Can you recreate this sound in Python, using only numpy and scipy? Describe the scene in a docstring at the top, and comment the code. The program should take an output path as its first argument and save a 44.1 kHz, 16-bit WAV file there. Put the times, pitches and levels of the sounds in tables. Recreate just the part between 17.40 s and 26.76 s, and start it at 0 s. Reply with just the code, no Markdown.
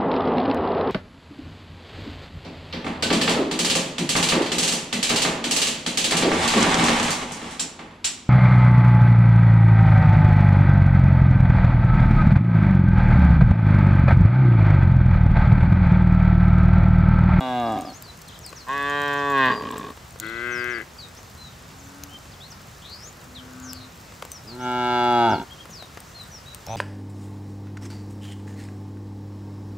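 """A wet country lane between hedges, with a herd of cattle walking along it.
Several cows moo in turn: their vocal folds snap shut over and over, and these pulses ring in the
throat, mouth and nose. Some calls sag into a creak as the breath runs out; distant cows hum.
Hooves knock and crack grit on the asphalt, and small birds whistle in the bushes.
Behind it all lies a soft hush of far rumble and rustling leaves."""
import sys
import numpy as np
from scipy import signal
from scipy.io import wavfile
from scipy.ndimage import uniform_filter1d, map_coordinates

SR = 44100
rng = np.random.default_rng(int(sys.argv[2]) if len(sys.argv) > 2 else 0)


def bounce(signal):
    """Save signal as a 16-bit WAV file at the path given by the first command-line argument."""
    frames = np.transpose(np.atleast_2d(signal))
    limited = np.clip(frames, -1, 1)
    pcm = np.round(limited * 32767).astype(np.int16)
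    wavfile.write(sys.argv[1], SR, pcm)


N = 412776
TIME = np.arange(N) / SR

# The tone of the hush. Each row: frequency in Hz, relative level in dB.
HUSH_TONE = [(25, -31), (59, 4.5), (153, 0.5), (293, -9), (1200, -9), (3000, -18), (8000, -20),
             (11000, -34.5), (15500, -19.5)]
# How alike the hush is left and right. Each row: frequency in Hz, likeness (1 means the same).
HUSH_LIKENESS = [(150, 0.98), (1200, 0.31), (5000, 1), (12000, 0.026)]

# Bird notes. A slur drops fast, then levels out; a peep bows upward in the middle.
# Each row: start in seconds, length in seconds, first pitch in Hz, last pitch in Hz.
BIRD_SLURS = [(0.452, 0.075, 5240, 4200), (0.632, 0.076, 5020, 3960), (1.011, 0.093, 7100, 4020),
              (1.157, 0.074, 6820, 4100), (3.113, 0.12, 6480, 4620), (3.296, 0.072, 6640, 4524),
              (3.585, 0.082, 4890, 3660), (5.945, 0.062, 4580, 3030), (7.073, 0.078, 5200, 4060),
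              (7.897, 0.084, 6420, 4094), (8.301, 0.15, 7020, 3700)]
BIRD_PEEPS = [(.525, 0.048, 4860, 6940), (2.058, 0.15, 4420, 4650), (3.766, 0.025, 4840, 6540),
              (3.97, 0.12, 4040, 3700), (4.689, 0.085, 2900, 3080), (5.004, 0.068, 3240, 4380),
              (5.63, 0.064, 5380, 7000), (6.918, 0.064, 6180, 4950), (7.201, 0.038, 5160, 6220),
              (8.097, 0.034, 2950, 3220), (8.181, 0.032, 3000, 3190), (8.744, 0.1, 4240, 3640),
              (8.915, 0.077, 5950, 4760), (9.057, 0.081, 3720, 3810), (9.271, 0.08, 5230, 6160)]
# A flick is a very quick straight drop. Each row: start in seconds, first pitch in Hz.
BIRD_FLICKS = [(.257, 5600), (1.675, 6160), (1.775, 6660), (4.385, 7540), (4.438, 7740), (4.917, 5170),
               (5.103, 6670)]
# Wobbling notes. Each row: start and length in seconds, first, middle and last pitch in Hz,
# relative level in dB, wobbles per second, pitch swing in Hz.
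BIRD_WARBLES = [(.875, 0.097, 3900, 3500, 3680, -51.5, 31, 505),
                (2.8, 0.25, 3900, 3790, 3880, -51.5, 25.6, 523),
                (5.42, 0.22, 3170, 4500, 5420, -47.5, 230, 330),
                (6.22, 0.24, 7200, 4740, 3960, -48.5, 190, 298)]

# How dull knocks and grit ring. Each row: frequency in Hz, width in Hz, relative level in dB.
KNOCK_RINGS = [(450, 370, 20), (930, 250, 17.5), (2400, 400, -37)]
GRIT_RINGS = [(4560, 4200, -10), (7520, 430, 6), (13500, 7900, -7)]
# Dull knocks: hooves, except at 2.368 seconds, which is one dull pop in the long moo's closing creak.
# Each row: start in seconds, peak level in dB.
DULL_KNOCKS = [(1.128, -28.5), (2.368, -28), (2.574, -33), (2.759, -29), (6.722, -32.5), (6.824, -17.5),
               (6.85, -30), (8.255, -31), (8.424, -26.5), (8.573, -25.5)]
# Grit cracking under a hoof. Each row: start in seconds, peak level in dB.
GRIT_CRACKS = [(0.3879, -32), (.41, -27), (0.624, -25), (1.064, -22), (2.3126, -27), (2.3809, -25),
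               (2.7997, -15.5), (3.243, -30), (6.2, -33), (4.6364, -19.5), (6.332, -19.5), (6.8514, -27),
               (6.9175, -19), (8.6033, -29), (9.1467, -18.5), (9.2663, -25.5)]
# Fine wet grit under many hooves. Each row: time in seconds, typical peak level in dB.
CRACKLE_LEVELS = [(2.5, -34), (3.5, -41.5), (9.3, -41)]

# Each moo, up to any closing creak. Each row: time in seconds, pitch in Hz, level in dB.
FIRST_CALL = [(0.0, 131, -28), (0.19, 121.7, -23), (0.316, 110.1, -24), (0.388, 96.4, -26.5),
              (0.42, 82, -33.5)]
LONG_CALL = [(1.26, 119, -49), (1.294, 133.3, -25), (1.346, 140.2, -25.5), (1.554, 143.8, -24),
             (1.832, 142.1, -24), (1.902, 141.1, -22), (1.996, 134.2, -17), (2.052, 129.2, -17),
             (2.11, 125.8, -18.5), (2.17, 106.8, -30.5)]
CALF_CALL = [(2.79, 108.4, -56), (2.835, 108.9, -34.5), (2.93, 115.3, -34.5), (3.06, 121.1, -29.5),
             (3.31, 121.7, -29), (3.4, 112, -32.5), (3.45, 102.1, -39)]
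NEAR_CALL = [(7.04, 96.6, -48.5), (7.132, 122, -39.5), (7.172, 125.1, -38), (7.264, 124.3, -25.5),
             (7.702, 121.4, -18), (7.856, 116.5, -16), (7.94, 99.5, -19), (7.97, 71.96, -28.5)]
LAST_CALL = [(9.27, 59.5, -35.5), (9.3, 110, -31), (9.42, 124, -25.5)]
# Distant hums. Each row: start and length in seconds, first and top pitch in Hz, top level in dB.
DISTANT_HUMS = [(4.254, .58, 133.4, 142.4, -46.5), (5.866, 0.644, 126.1, 128.4, -40)]
# Where each animal's throat, mouth and nose ring.
# Each row: frequency in Hz, width in Hz, relative level in dB.
FIRST_RINGS = [(279.4, 20, 0), (680, 480, -5.5), (742, 34, 15), (1190, 70, 3.5), (1655, 50, 3),
               (2280, 380, -8), (2820, 100, 0.5), (3400, 61, 6), (3760, 57, 6)]
LONG_RINGS = [(270, 110, 2), (410, 27, 12), (594, 280, 9.5), (1077.5, 56, 30.5), (1599, 120, 16),
              (1792, 89, 11), (2490, 72, 7.5), (2860, 100, 0), (3150, 63, 6), (3536, 31, 8), (3884, 33, 6),
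              (5750, 830, -16), (7460, 530, 12)]
CALF_RINGS = [(334, 46, 26), (467, 110, -6), (1259, 770, -3), (1535, 115, 18.5), (1990, 68, 14.5),
              (2544, 24, 4), (3060, 80, 5.5)]
NEAR_RINGS = [(105.5, 24, -8.5), (262, 106, 1.5), (352.4, 11, 10), (701, 33, -2.5), (900, 45, 23.5),
              (1340, 54, 13), (1493, 55, 8.5), (2210, 144, -2), (2825, 185, -2), (3370, 54, 4),
              (3790, 55, 0.5), (4630, 120, -5), (6700, 1000, 0)]
LAST_RINGS = [(112, 42, 2), (270, 370, -2), (606, 220, -5), (880, 260, 6), (2530, 120, -1), (3700, 500, -3)]
HUM_RINGS = [(267, 17, 0), (1257, 220, -10), (1610, 330, -10)]
# How the mouth moves during a call.
# Each row: time in seconds, shift of the lower rings in percent, treble in dB against the middle.
FIRST_MOVES = [(.03, -1.8, -9.5), (.36, 1, -19)]
LONG_MOVES = [(1.3, -0.5, -7.5), (1.38, 5.5, -0.5), (1.72, 2.5, 0.5), (1.92, 3, -7), (2.05, 1.5, 1.5),
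              (2.2, 3, -9.5)]
CALF_MOVES = [(2.83, -1.5, 13.5), (3.22, 4, 12.7), (3.32, 8.5, 13.3)]
NEAR_MOVES = [(7.22, 2.5, -1), (7.55, 4, -3.5), (7.85, -0.6, -8.5), (7.98, 4, -6.5)]


def from_db(db):
    """Turn decibels into a number to multiply by."""
    return 10 ** (np.asarray(db) / 20)


def rms_one(x):
    """Scale a sound so its average power is 1."""
    return x / np.sqrt(np.mean(x ** 2) + 1e-20)


def read(rows, at):
    """Look up values between a table's rows along straight lines."""
    key, *columns = np.transpose(rows)
    return [np.interp(at, key, c) for c in columns]


def at_hz(points, hz):
    """Look up a value by frequency, with octaves evenly spaced."""
    freqs, values = np.transpose(points)
    return np.interp(np.log(hz), np.log(freqs), values)


def band(x, low_hz, high_hz):
    """Keep mainly the sound between two frequencies."""
    sos = signal.butter(2, [low_hz, min(high_hz, SR / 2 - 100)], "band", fs=SR, output="sos")
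    return signal.sosfilt(sos, x + 1e-18)


def drift(t, rate):
    """Wander smoothly by about 1, with `rate` random turns a second."""
    knots = rng.standard_normal(4096)
    return map_coordinates(knots, [(t - t[0]) * rate], order=2, mode="wrap")


def resonate(x, rings, stretch=1):
    """Let a sound ring at each listed frequency, multiplied by `stretch`."""
    out = np.zeros_like(x)
    clock = np.cumsum(np.broadcast_to(stretch, x.shape[-1])) / SR
    for hz, width, db in rings:
        decay = np.exp(-np.pi * width / SR)
        turn = np.exp(2j * np.pi * hz * clock)
        ring = turn * signal.lfilter([(1 - decay) / 2] * 2, [1, -decay], (x + 1e-18) * turn.conj())
        out += from_db(db) * (ring.real - ring.imag * width / (2 * hz))
    return out


def panned(x, pan_db):
    """Make the left side louder than the right by pan_db."""
    return x * from_db([[pan_db / 2], [-pan_db / 2]])


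def delayed(x, delay_s):
    """The same sound, delay_s seconds later."""
    return map_coordinates(x, [np.arange(len(x)) - delay_s * SR], order=3)


def hush(flutter_db):
    """Far rumble and leaf rustle: half-octave bands of noise, each fluttering a little."""
    out, edges = 0, 22 * 2 ** np.arange(0, 10, .5)
    white = rng.standard_normal((2, 2, N))
    coarse = TIME[::200]
    for k, (low, high) in enumerate(zip(edges, edges[1:])):
        mid, side = band(white[k % 2], low, high)
        hz = np.sqrt(low * high)
        alike = np.clip(at_hz(HUSH_LIKENESS, hz), -1, 1)
        gain = np.interp(TIME, coarse, from_db(at_hz(HUSH_TONE, hz) + flutter_db * drift(coarse, 18)))
        out = out + gain * (np.sqrt(1 + alike) * mid + np.sqrt(1 - alike) * side * [[1], [-1]])
    return rms_one(out)


def hedges(x, echo_db, fade_s, top_hz, count=160):
    """Leaves and trunks scatter many faint, dull echoes, different at each ear."""
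    echoes = np.zeros((2, SR // 2))
    for side, (when, size) in zip(echoes, rng.random((2, 2, count))):
        delay = .008 + .35 * when ** 2
        side[(delay * SR).astype(int)] = (2 * size - 1) * from_db(-60 * delay / fade_s)
    echoes = band(echoes / np.sqrt((echoes ** 2).sum(axis=1, keepdims=True)), 105, top_hz)
    return x + from_db(echo_db) * signal.fftconvolve(x, echoes, axes=1)[:, :N]


def bird_note(start_s, length, first_hz, middle_hz, last_hz, db, warble_rate=0, swing_hz=0):
    """A pure whistle glides through three pitches, swelling and fading."""
    out = np.zeros(N)
    start = round(start_s * SR)
    t = TIME[:min(round(length * SR), N - start)]
    along = t / length
    hz = np.polyval(np.polyfit([0, .5, 1], [first_hz, middle_hz, last_hz], 2), along)
    hz += swing_hz * np.sin(2 * np.pi * warble_rate * t)
    swell = np.abs(np.sin(np.pi * along)) ** .18 * from_db(db + 4 + 3.3 * drift(t, 56.8))
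    out[start:start + len(t)] = swell * np.sin(2 * np.pi * np.cumsum(hz) / SR)
    return out


def birdsong(flick_s=.028, drop_hz=2050):
    """Small birds whistle slurs, peeps, flicks and warbles."""
    slurs = [(s, length, first, last + .27 * (first - last), last, -48)
             for s, length, first, last in BIRD_SLURS]
    peeps = [(s, length, first, 1.045 * (first + last) / 2, last, -48)
             for s, length, first, last in BIRD_PEEPS]
    flicks = [(s, flick_s, hz, hz - drop_hz / 2, hz - drop_hz, -49.5) for s, hz in BIRD_FLICKS]
    return sum(bird_note(*note) for note in slurs + peeps + flicks + list(BIRD_WARBLES))


def soft_steps(count, levels, spread_db=5):
    """The herd treads softly at random: a start time and a peak level for each step."""
    when, loud = rng.random((count, 2)).T
    starts = when * N / SR
    return list(zip(starts, read(levels, starts)[0] + spread_db * (2 * loud - 1)))


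def bursts(rows, rings, decay_s):
    """Each burst is a brief crunch of noise that rings a little higher or lower."""
    out = np.zeros(N + SR)
    t = TIME[:SR // 16]
    for start_s, peak_db in rows:
        crunch = rng.standard_normal(len(t)) * (np.exp(-t / decay_s) + .04 * np.exp(-t / .012))
        burst = resonate(crunch, rings, stretch=rng.uniform(.8, 1.2))
        start = round(start_s * SR)
        out[start:start + len(t)] += from_db(peak_db) * burst / np.abs(burst).max()
    return out[:N]


def knocks_and_grit():
    """Hooves knock on the asphalt and crack grit; one knock is a pop in the long moo's creak."""
    soft_knocks = soft_steps(count=40, levels=[(0, -41)])
    crackle = soft_steps(count=210, levels=CRACKLE_LEVELS)
    knocks = bursts(list(DULL_KNOCKS) + soft_knocks, KNOCK_RINGS, decay_s=.003)
    cracks = bursts(list(GRIT_CRACKS) + crackle, GRIT_RINGS, decay_s=.001)
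    return panned(knocks + cracks, pan_db=3.5)


def with_creak(call, creak_s, fall_hz_per_s=620, slack_hz=56.24, fade_db=7):
    """Time, pitch and level of a call; out of breath, it drops to a slack, fading creak."""
    start, end = call[0][0], call[-1][0]
    t = TIME[(TIME >= start) & (TIME <= end + creak_s)]
    pitch, level_db = read(call, t)
    spent_s = np.maximum(t - end, 0)
    pitch = np.maximum(pitch - fall_hz_per_s * spent_s, slack_hz)
    return t, pitch, level_db - fade_db * (spent_s / (creak_s + 1e-9)) ** 2


def vocal_folds(t, pitch, creak, hoarse, firm_hz=125, slack_hz=60, snap_s=3.5e-5):
    """The folds snap shut once a cycle; at low pitch they go slack, close unevenly and flap."""
    rough = .013 + hoarse + creak * np.clip((firm_hz - pitch) / (firm_hz - slack_hz), 0, 1) ** 2
    phase = np.cumsum(pitch * (1 + .0014 * drift(t, 25))) / SR
    cycle = np.round(phase).astype(int)
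    late, strong, flap_at, flap = rng.standard_normal((400, 4))[cycle].T
    since_snap = (phase - cycle - np.clip(.13 * rough * late, -.4, .4)) / pitch
    since_flap = (phase - cycle - .45 * np.tanh(2 * flap_at)) / pitch
    pulses = np.exp(-(since_snap / snap_s) ** 2) * from_db(5.6 * rough * strong)
    pulses += 2 * rough * flap * np.exp(-(since_flap / snap_s) ** 2)
    # Air hisses through while the folds are apart.
    opening = np.exp(2 * (np.cos(2 * np.pi * (phase - .1)) - 1))
    air = opening * rng.standard_normal(len(t))
    hiss = from_db(-11) * rough * rms_one(band(air, 1980, 3870))
    return pulses + .5 * rough * air, hiss


def softened(pulses, eased_db):
    """With less effort the folds shut more gently, so the highest tones fade."""
    highs = signal.lfilter(*signal.butter(1, 3500, "high", fs=SR), pulses)
    return pulses + (from_db(-12 - eased_db) - 1) * highs


def wet_road(x, t, delay_s, echo=.42, sway=.074, ear_gap_s=1e-4):
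    """The wet road mirrors the voice; as the cow sways, single overtones swell and fade."""
    delay = delay_s * (1 + sway * drift(t, 2.88))
    return np.array([x + echo * delayed(x, delay + side * ear_gap_s) for side in (-.5, .5)])


def evened(x):
    """Hold the level steady over a few cycles, keeping the single pulses."""
    power = uniform_filter1d(uniform_filter1d(x * x, size=1100), size=800)
    return x / np.sqrt(np.abs(power) + 1e-16)


def held_mouth(treble_db):
    """A mouth that keeps its shape."""
    return [(0, 0, treble_db)]


def moo(call, rings, moves, creak, nose_db, pan_db=0, right_lag_s=0, road_s=.00158,
        creak_s=0, nose_opens_s=0, shut_s=0, notch_hz=0, rigid_above_hz=1920):
    """Fold pulses ring in the nose (low), the mouth (middle) and the upper throat (treble)."""
    t, pitch, level_db = with_creak(call, creak_s)
    age, end_s = t - t[0], call[-1][0]
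    eased_db = level_db.max() - level_db  # how far the effort is below its peak
    shift_percent, treble_db = read(moves, t)
    stretch = 1 + shift_percent / 100
    # The strained voice turns hoarse just before it gives out.
    hoarse = creak * .33 * np.exp(-((t - end_s + .035) / .04) ** 2)
    pulses, hiss = vocal_folds(t, pitch, creak, hoarse)
    source = wet_road(softened(pulses, eased_db), t, road_s)
    if notch_hz:  # the nose passage swallows a narrow band
        source = source - resonate(source, [(notch_hz, 250, 3.5)], stretch)
    # As effort drops, the mouth closes and the nose takes over.
    nose = from_db(nose_db + .42 * eased_db) * (1 - np.exp(-age / (nose_opens_s + 1e-9)))
    # A call may begin with the mouth shut, which then opens quickly.
    mouth = from_db(-7.5 * (.5 - .5 * np.tanh((age - shut_s) / .0048))) if shut_s else 1
    treble = mouth * from_db(treble_db)
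    rasp = mouth * (pitch / pitch.max()) ** 2 * from_db(-36.5 + np.minimum(eased_db, 9))
    # Each part: lowest and highest Hz, gain, share of the pan (high sounds are shadowed most).
    parts = [(0, 500, nose, .3), (500, 1270, mouth, .7), (1270, 5500, treble, 1), (5500, SR, rasp, 1)]
    voice = panned(hiss, pan_db)
    for low, high, gain, shadow in parts:
        group = sorted(tuple(row) for row in rings if low <= row[0] < high)
        if not group:
            continue
        # The mouth bends only the lower rings; the upper throat keeps its shape.
        ring = sum(resonate(source, [row], stretch if row[0] < rigid_above_hz else 1) for row in group)
        # Quiet gaps lie between the groups.
        ring = band(ring, .87 * group[0][0] if low else 60, .98 * group[-1][0])
        voice = voice + panned(gain * evened(ring), pan_db * shadow)
    fade = np.clip(np.minimum((end_s + creak_s - t) / .04, age / .006), 0, 1)
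    left, right = voice * fade * from_db(level_db) / np.sqrt(mouth ** 2 + nose ** 2 + treble ** 2)
    out = np.zeros((2, N))
    out[:, np.round(t * SR).astype(int)] = left, delayed(right, right_lag_s)
    return out


def hum(start_s, length, first_hz, top_hz, db, swell_db=12.5):
    """A call with the mouth shut: pitch and level rise together, then it fades on the top pitch."""
    call = [(start_s, first_hz, db - swell_db),
            (start_s + .63 * length, top_hz, db),
            (start_s + length, top_hz, db - swell_db)]
    return moo(call, HUM_RINGS, held_mouth(treble_db=1), creak=0, nose_db=11.5, pan_db=8.5)


def herd():
    """The animals call in turn, each moo with its own throat."""
    first = moo(FIRST_CALL, FIRST_RINGS, FIRST_MOVES, creak=.49, nose_db=-5.5,
                road_s=.001905, creak_s=.13, notch_hz=1350)
    long = moo(LONG_CALL, LONG_RINGS, LONG_MOVES, creak=.934, nose_db=-7.5,
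               road_s=.001156, creak_s=.37, nose_opens_s=.16, notch_hz=1250)
    calf = moo(CALF_CALL, CALF_RINGS, CALF_MOVES, creak=.84, nose_db=7.5,
               pan_db=10, right_lag_s=5e-5, road_s=.001558)
    near = moo(NEAR_CALL, NEAR_RINGS, NEAR_MOVES, creak=.378, nose_db=-5.5,
               right_lag_s=-5.9e-5, road_s=.001427, creak_s=.085, shut_s=.158, notch_hz=1086)
    last = moo(LAST_CALL, LAST_RINGS, held_mouth(treble_db=-14.5), creak=.66, nose_db=-4)
    return first + long + calf + near + last + sum(hum(*row) for row in DISTANT_HUMS)


def scene():
    """Cattle on the lane, birds deep in the bushes, the hush all around."""
    cattle = hedges(herd() + knocks_and_grit(), echo_db=-25, fade_s=.53, top_hz=5000)
    birds = hedges(panned(birdsong(), pan_db=3), echo_db=-5, fade_s=.26, top_hz=9000)
    return cattle + birds + from_db(-44) * hush(flutter_db=.7)


def record(dry):
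    """Cut the treble steeply above 15600 Hz."""
    return signal.sosfilt(signal.ellip(10, .3, 80, 15600, fs=SR, output="sos"), dry)


dry = scene()
out = record(dry)
bounce(out)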